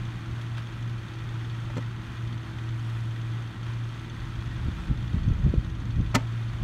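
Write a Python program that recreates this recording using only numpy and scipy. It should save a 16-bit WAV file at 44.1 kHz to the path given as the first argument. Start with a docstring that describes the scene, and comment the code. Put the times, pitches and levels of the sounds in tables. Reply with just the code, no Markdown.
"""Two diesel trucks idle in an open gravel yard, their deep exhaust hums beating against each other
under combustion clatter, valve ticks and a thin fan tone. A man's boots scuff the gravel, and at 1.7 s
he unlatches a car door: a few quick clicks that ring its panel. More faint scuffs follow.
From about 4.5 s a gust of wind buffets the microphone with low thumps.
At 6.15 s the door slams shut with a crack and a short boom, and the trucks idle on."""
import sys
import numpy as np
from scipy import signal
from scipy.fft import rfft, irfft
from scipy.io import wavfile
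from scipy.ndimage import uniform_filter1d

SR = 44100
rng = np.random.default_rng(int(sys.argv[2]) if len(sys.argv) > 2 else 0)


def unload_audio(sound):
    """Save the sound as a 16-bit wav file, at the path given as the first command line argument."""
    columns = np.transpose(np.atleast_2d(sound))
    # keep every value between -1 and 1, then stretch to whole-number steps
    steps = np.round(np.clip(columns, -1, 1) * 32767)
    wavfile.write(sys.argv[1], SR, steps.astype(np.int16))


N = 292383
TIME = np.arange(N) / SR


def undb(db):
    """Decibels to gain."""
    return 10 ** (np.asarray(db) / 20)


def unit(x):
    """Scale to rms 1."""
    return x / np.sqrt(np.mean(x ** 2))


def curve(rows):
    """Automation lane: straight lines between (t/s, value) breakpoints."""
    return np.interp(TIME, *np.transpose(rows))


def noise():
    """White noise."""
    return rng.standard_normal(N)


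def colour(x, points, size=8192):
    """Minimum-phase EQ through (f/Hz, level/dB) points."""
    hz, db = np.transpose(points)
    bins = np.maximum(np.fft.rfftfreq(size, 1 / SR), 1)
    gain = undb(np.interp(np.log(bins), np.log(hz), db))
    cepstrum = irfft(np.log(gain))
    cepstrum[1:size // 2] *= 2
    cepstrum[size // 2 + 1:] = 0
    return signal.fftconvolve(x, irfft(np.exp(rfft(cepstrum))))[:N]


def resonate(x, hz, *widths_hz):
    """Band-passes in series, one per width, with gain 1 at the centre."""
    for width in widths_hz:
        x = signal.lfilter(*signal.iirpeak(hz, hz / width, fs=SR), x)
    return x


def drift(rate_hz):
    """Smooth random modulation, rms 1."""
    hold = int(SR / rate_hz)
    steps = np.repeat(rng.standard_normal(N // hold + 1), hold)[:N]
    return unit(uniform_filter1d(uniform_filter1d(steps, hold), hold))


def bursts(cycles, decay_cycles, scatter_db):
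    """A decay envelope retriggered once a cycle, each time at a random height."""
    count = np.floor(cycles).astype(int)
    heights = undb(scatter_db * rng.standard_normal(count.max() + 1))
    return unit(heights[count] * np.exp(-(cycles - count) / decay_cycles))


def fan(blade_hz=326.4, level_db=-52):
    """The cooling fan's blades add a thin, wavering tone."""
    hz = blade_hz * (1 + .009 * drift(3) + .007 * drift(30))
    return undb(level_db + 2.1 * drift(16)) * np.sin(2 * np.pi * np.cumsum(hz) / SR)


# bright ring of the valve gear: f/Hz, width/Hz, relative level/dB
VALVE_RING = [(3300, 530, 9), (4410, 47, 9), (6200, 320, 2.5)]
def valves(firings, level_db=-62):
    """A loose, bright tick once a shaft turn, which is three firings of the six cylinders."""
    ticks = noise() * bursts(firings / 3, decay_cycles=.13, scatter_db=1.8)
    ring = sum(undb(db) * resonate(ticks, hz, width, 3 * width) for hz, width, db in VALVE_RING)
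    return undb(level_db) * unit(ring)


# fader ride of the engine clatter: t/s, level/dB
CLATTER_FADER = [(0, -46.5), (1.2, -47), (3.2, -47), (3.75, -47), (4.45, -46.5), (4.85, -46), (5.4, -49),
                 (6.63, -47)]
# mid-forward tone of the engine block: f/Hz, relative level/dB
BLOCK_EQ = [(300, -2.5), (700, -0.5), (1050, 4), (1500, 4.5), (2200, -2), (3500, -4), (4000, -9.5),
            (5000, -15), (6500, -16), (7500, -21.5), (9400, -22.5), (10400, -30), (11500, -27.5),
            (16000, -35.5)]
# metallic ring of block and covers: f/Hz, width/Hz, relative level/dB
COVER_RING = [(1325, 18, 9), (1898, 85, 3.5), (2425, 49, 2), (3176, 26, 2.5), (3270, 23, -2),
              (3450, 200, -4), (4394, 46, -7)]
def clatter(firings):
    """Each firing knocks the block and rings its covers; fan hiss fills the gaps."""
    knocks = noise() * bursts(firings, decay_cycles=.25, scatter_db=2.5)
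    # a fast, faint flutter in the clatter, at three times the firing rate
    flutter = noise() * bursts(firings * 3, decay_cycles=.35, scatter_db=1.5)
    drive = undb(-12) * knocks + undb(-6) * flutter + noise()
    ring = sum(undb(db) * resonate(knocks + noise(), hz, width, 8 * width)
               for hz, width, db in COVER_RING)
    body = unit(colour(drive, BLOCK_EQ)) + undb(-8) * unit(ring)
    return unit(body) * undb(curve(CLATTER_FADER) + .5 * drift(14))


# partials of an exhaust pipe: multiple of the firing rate, relative level/dB
PIPE_PARTIALS = [(1, -28), (2, 1), (3, -22.5), (4, -27)]
def pipe(firings, waver_db=.6):
    """One exhaust pipe hums, a little unsteadily, strongest at twice its firing rate."""
    tone = sum(undb(db) * np.sin(2 * np.pi * k * firings) for k, db in PIPE_PARTIALS)
    return unit(tone) * undb(waver_db * drift(20))


# both governors hunt, detuning the second truck's hum against the first: t/s, offset f/Hz
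HUM_DETUNE = [(0.0, 2.29), (0.46, 1.81), (1.04, 3.34), (1.29, -0.3), (2.38, 2.96), (2.79, 0.39),
              (3.31, -0.29), (3.37, 2.98), (4.29, 0.4), (4.66, 2.47), (5.46, 2.68), (5.86, -0.01),
              (6.63, 1.03)]
# fader ride of the louder truck's hum: t/s, level/dB
HUM_FADER = [(0, -34.5), (2.3, -35), (3.3, -33.5), (4.3, -35.5), (5.4, -38), (6.2, -33)]
# low-end weight of the exhaust gas: f/Hz, relative level/dB
RUMBLE_EQ = [(15, -32), (35, -1), (58, -1), (100, 1.5), (150, 0.5), (210, -4.5), (290, -7.5), (330, -8.5),
             (365, -10.5), (480, -27.5), (900, -35), (4000, -71)]
def exhaust(firings, second_truck_db=-7.5, rumble_db=-42):
    """Two pipes beat as they slip in and out of step, over a rumble of gas puffs."""
    # halved, because the hum is the second partial
    second_firings = firings + np.cumsum(curve(HUM_DETUNE)) / SR / 2
    hum = undb(curve(HUM_FADER)) * (pipe(firings) + undb(second_truck_db) * pipe(second_firings))
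    puffs = noise() * (1 + .4 * bursts(firings, decay_cycles=.4, scatter_db=2))
    return hum + undb(rumble_db) * unit(colour(puffs, RUMBLE_EQ))


# boot cues on gravel: t/s, level/dB, length/s, centre f/Hz
BOOT_CUES = [(0.412, -57.5, 0.025, 5000), (0.564, -44, 0.045, 1500), (0.89, -53, 0.03, 1900),
             (2.718, -65, 0.5, 5560), (3.644, -48, 0.11, 1360), (4.78, -62, 0.11, 4000)]
def boots(grains_per_s=1600, grain_s=.0012):
    """Grit crackles under a boot: a shower of tiny grains that swells and fades."""
    out = np.zeros(N)
    for start, db, length, hz in BOOT_CUES:
        triggers = rng.random(N) < grains_per_s / SR
        strengths = undb(3 * np.minimum(rng.exponential(size=N), 4))
        grains = noise() * signal.lfilter([1], [1, -np.exp(-1 / (grain_s * SR))], triggers * strengths)
        grit = resonate(grains, hz, 1.3 * hz, 1.3 * hz)
        age = np.maximum(TIME - start, 0) / length
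        swell = 2 * np.sqrt(age) * np.exp(-2 * age ** 2)
        out += undb(db) * unit(grit) * swell
    return out


# a light breeze builds to a gust, drops and surges again at the very end: t/s, level/dB
GUST_FADER = [(0, -40.5), (1.2, -51), (2.1, -44), (3.7, -53.5), (4.15, -41), (5.4, -27), (5.7, -31.5),
              (6.0, -27.5), (6.4, -49), (6.63, -26)]
# bass-heavy tone of the wind: f/Hz, relative level/dB
WIND_EQ = [(15, -29), (40, 3.5), (75, 0.5), (140, -4.5), (220, -14), (330, -30), (600, -40.5), (3000, -80)]
# thumps of strong eddies on the microphone: t/s, peak level/dB, centre f/Hz
EDDY_CUES = [(4.662, -19, 62.3), (4.686, -18, 111), (4.912, -9.5, 92), (5.147, -12.5, 80),
             (5.168, -16, 100), (5.282, -10.5, 77), (5.316, -13, 54), (5.45, -15.5, 78), (5.467, -8, 92),
             (5.54, -13, 192), (5.582, -11.5, 58.3), (5.969, -24, 62), (6.002, -8.5, 83)]
def wind(flutter_db=2, wake_db=-15.5, wake_s=.029, wake_hz=71, width_hz=121):
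    """Turbulence rides the gust; each eddy hits the microphone as a soft thump in a ragged wake."""
    out = unit(colour(noise(), WIND_EQ)) * undb(curve(GUST_FADER) + flutter_db * drift(20))
    wake = unit(resonate(noise(), wake_hz, width_hz, width_hz, 2 * width_hz))
    for peak_time, db, hz in EDDY_CUES:
        t = TIME - peak_time
        # one push and pull of pressure, shorter for a smaller eddy
        thump = np.real(np.exp(2j * np.pi * rng.random()) / (1 - 1j * np.pi * hz * t) ** 3)
        out += undb(db) * (thump + undb(wake_db) * wake * np.exp(-(t / wake_s) ** 2))
    return out


# handle and latch, then the slam: t/s, relative level/dB, crack trim/dB, boom trim/dB
DOOR_CUES = [(1.700, -23, -18, -5), (1.767, -19, -14, 9.5), (1.772, -22.5, -5, 11),
             (1.780, -20.5, -10, 5.5), (6.1433, -9, -18, -30), (6.148, -7, 0.5, -1), (6.1514, -8, 4.5, 0),
             (6.1549, -8, 1, 5.5), (6.16, -11.5, -5, 7.5)]
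# body of the door, its panel modes: f/Hz, relative level/dB
PANEL_MODES = [(105, -2), (175, 1), (262, 5), (425, -9), (505, -6), (587, 0), (740, -8), (906, 1),
               (1040, -6), (1150, -21), (1298, 0), (1406, -7), (1785, -3), (2020, -1.5), (2420, -6),
               (2806, -11), (3355, -9.5), (4130, -10.5), (5930, -15)]
# tone of the latch crack: f/Hz, relative level/dB
CRACK_EQ = [(150, -1), (600, 2.5), (1200, 0), (1900, -2.5), (3000, -4), (5000, -8), (7500, -11),
            (10500, -23.5), (16000, -28)]
def door(crack_s=.0038, boom_below_hz=550, flex=.0088, yard_s=.038):
    """Latch and frame meet in quick hits; each cracks and rings the panel, and the yard answers."""
    t = TIME[:SR // 2]
    hz, mode_db = np.transpose(PANEL_MODES)[:, :, None]
    t60 = .091 * (hz / 200) ** -.2  # trim and seal damp the panel, its high modes fastest
    decay = np.exp(-np.log(1000) * t / t60)
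    attack = 1 - np.exp(-t / .0005)  # the rubber seal softens each onset
    rings, cracks = np.zeros((2, N + len(t)))
    for start, db, crack_db, boom_db in DOOR_CUES:
        span = slice(int(start * SR), int(start * SR) + len(t))
        flexed_hz = hz * (1 + flex * rng.standard_normal(hz.shape))  # each blow detunes the modes
        phase = 2 * np.pi * (flexed_hz * t + rng.random(hz.shape))
        modes = undb(mode_db + boom_db * (hz < boom_below_hz)) * decay * np.sin(phase)
        rings[span] += undb(db) * modes.sum(axis=0) * attack
        snap = rng.standard_normal(len(t)) * np.exp(-t / crack_s)
        cracks[span] += undb(db + crack_db) * snap * attack
    crack = undb(-2.5) * colour(cracks[:N], CRACK_EQ)
    # trees and trucks scatter the crack back as a dull, brief tail
    scatter = resonate(rng.standard_normal(len(t)), 530, 1700) * np.exp(-t / yard_s)
    tail = signal.fftconvolve(crack, scatter / np.linalg.norm(scatter))[:N]
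    return undb(-21) * rings[:N] + crack + undb(-18) * tail


# idle speed of the louder truck: t/s, firing rate f/Hz
FIRING_RATE = [(0, 58.09), (1.55, 58.25), (2.9, 57.28), (3.4, 57.64), (4.2, 57.95), (5, 58.03),
               (6.63, 57.21)]
def scene():
    """Mono mix: one firing clock drives hum, clatter and ticks; fan, door, boots and wind join them."""
    firings = np.cumsum(curve(FIRING_RATE) * (1 + .003 * drift(9))) / SR
    engine_bed = exhaust(firings) + clatter(firings) + valves(firings) + fan()
    return (engine_bed + door() + boots() + wind())[None]


def record(dry, top_hz=15750):
    """The phone cuts the top end with a steep low-pass."""
    return signal.sosfilt(signal.ellip(10, .2, 70, top_hz, fs=SR, output="sos"), dry)


dry = scene()
out = record(dry)
unload_audio(out)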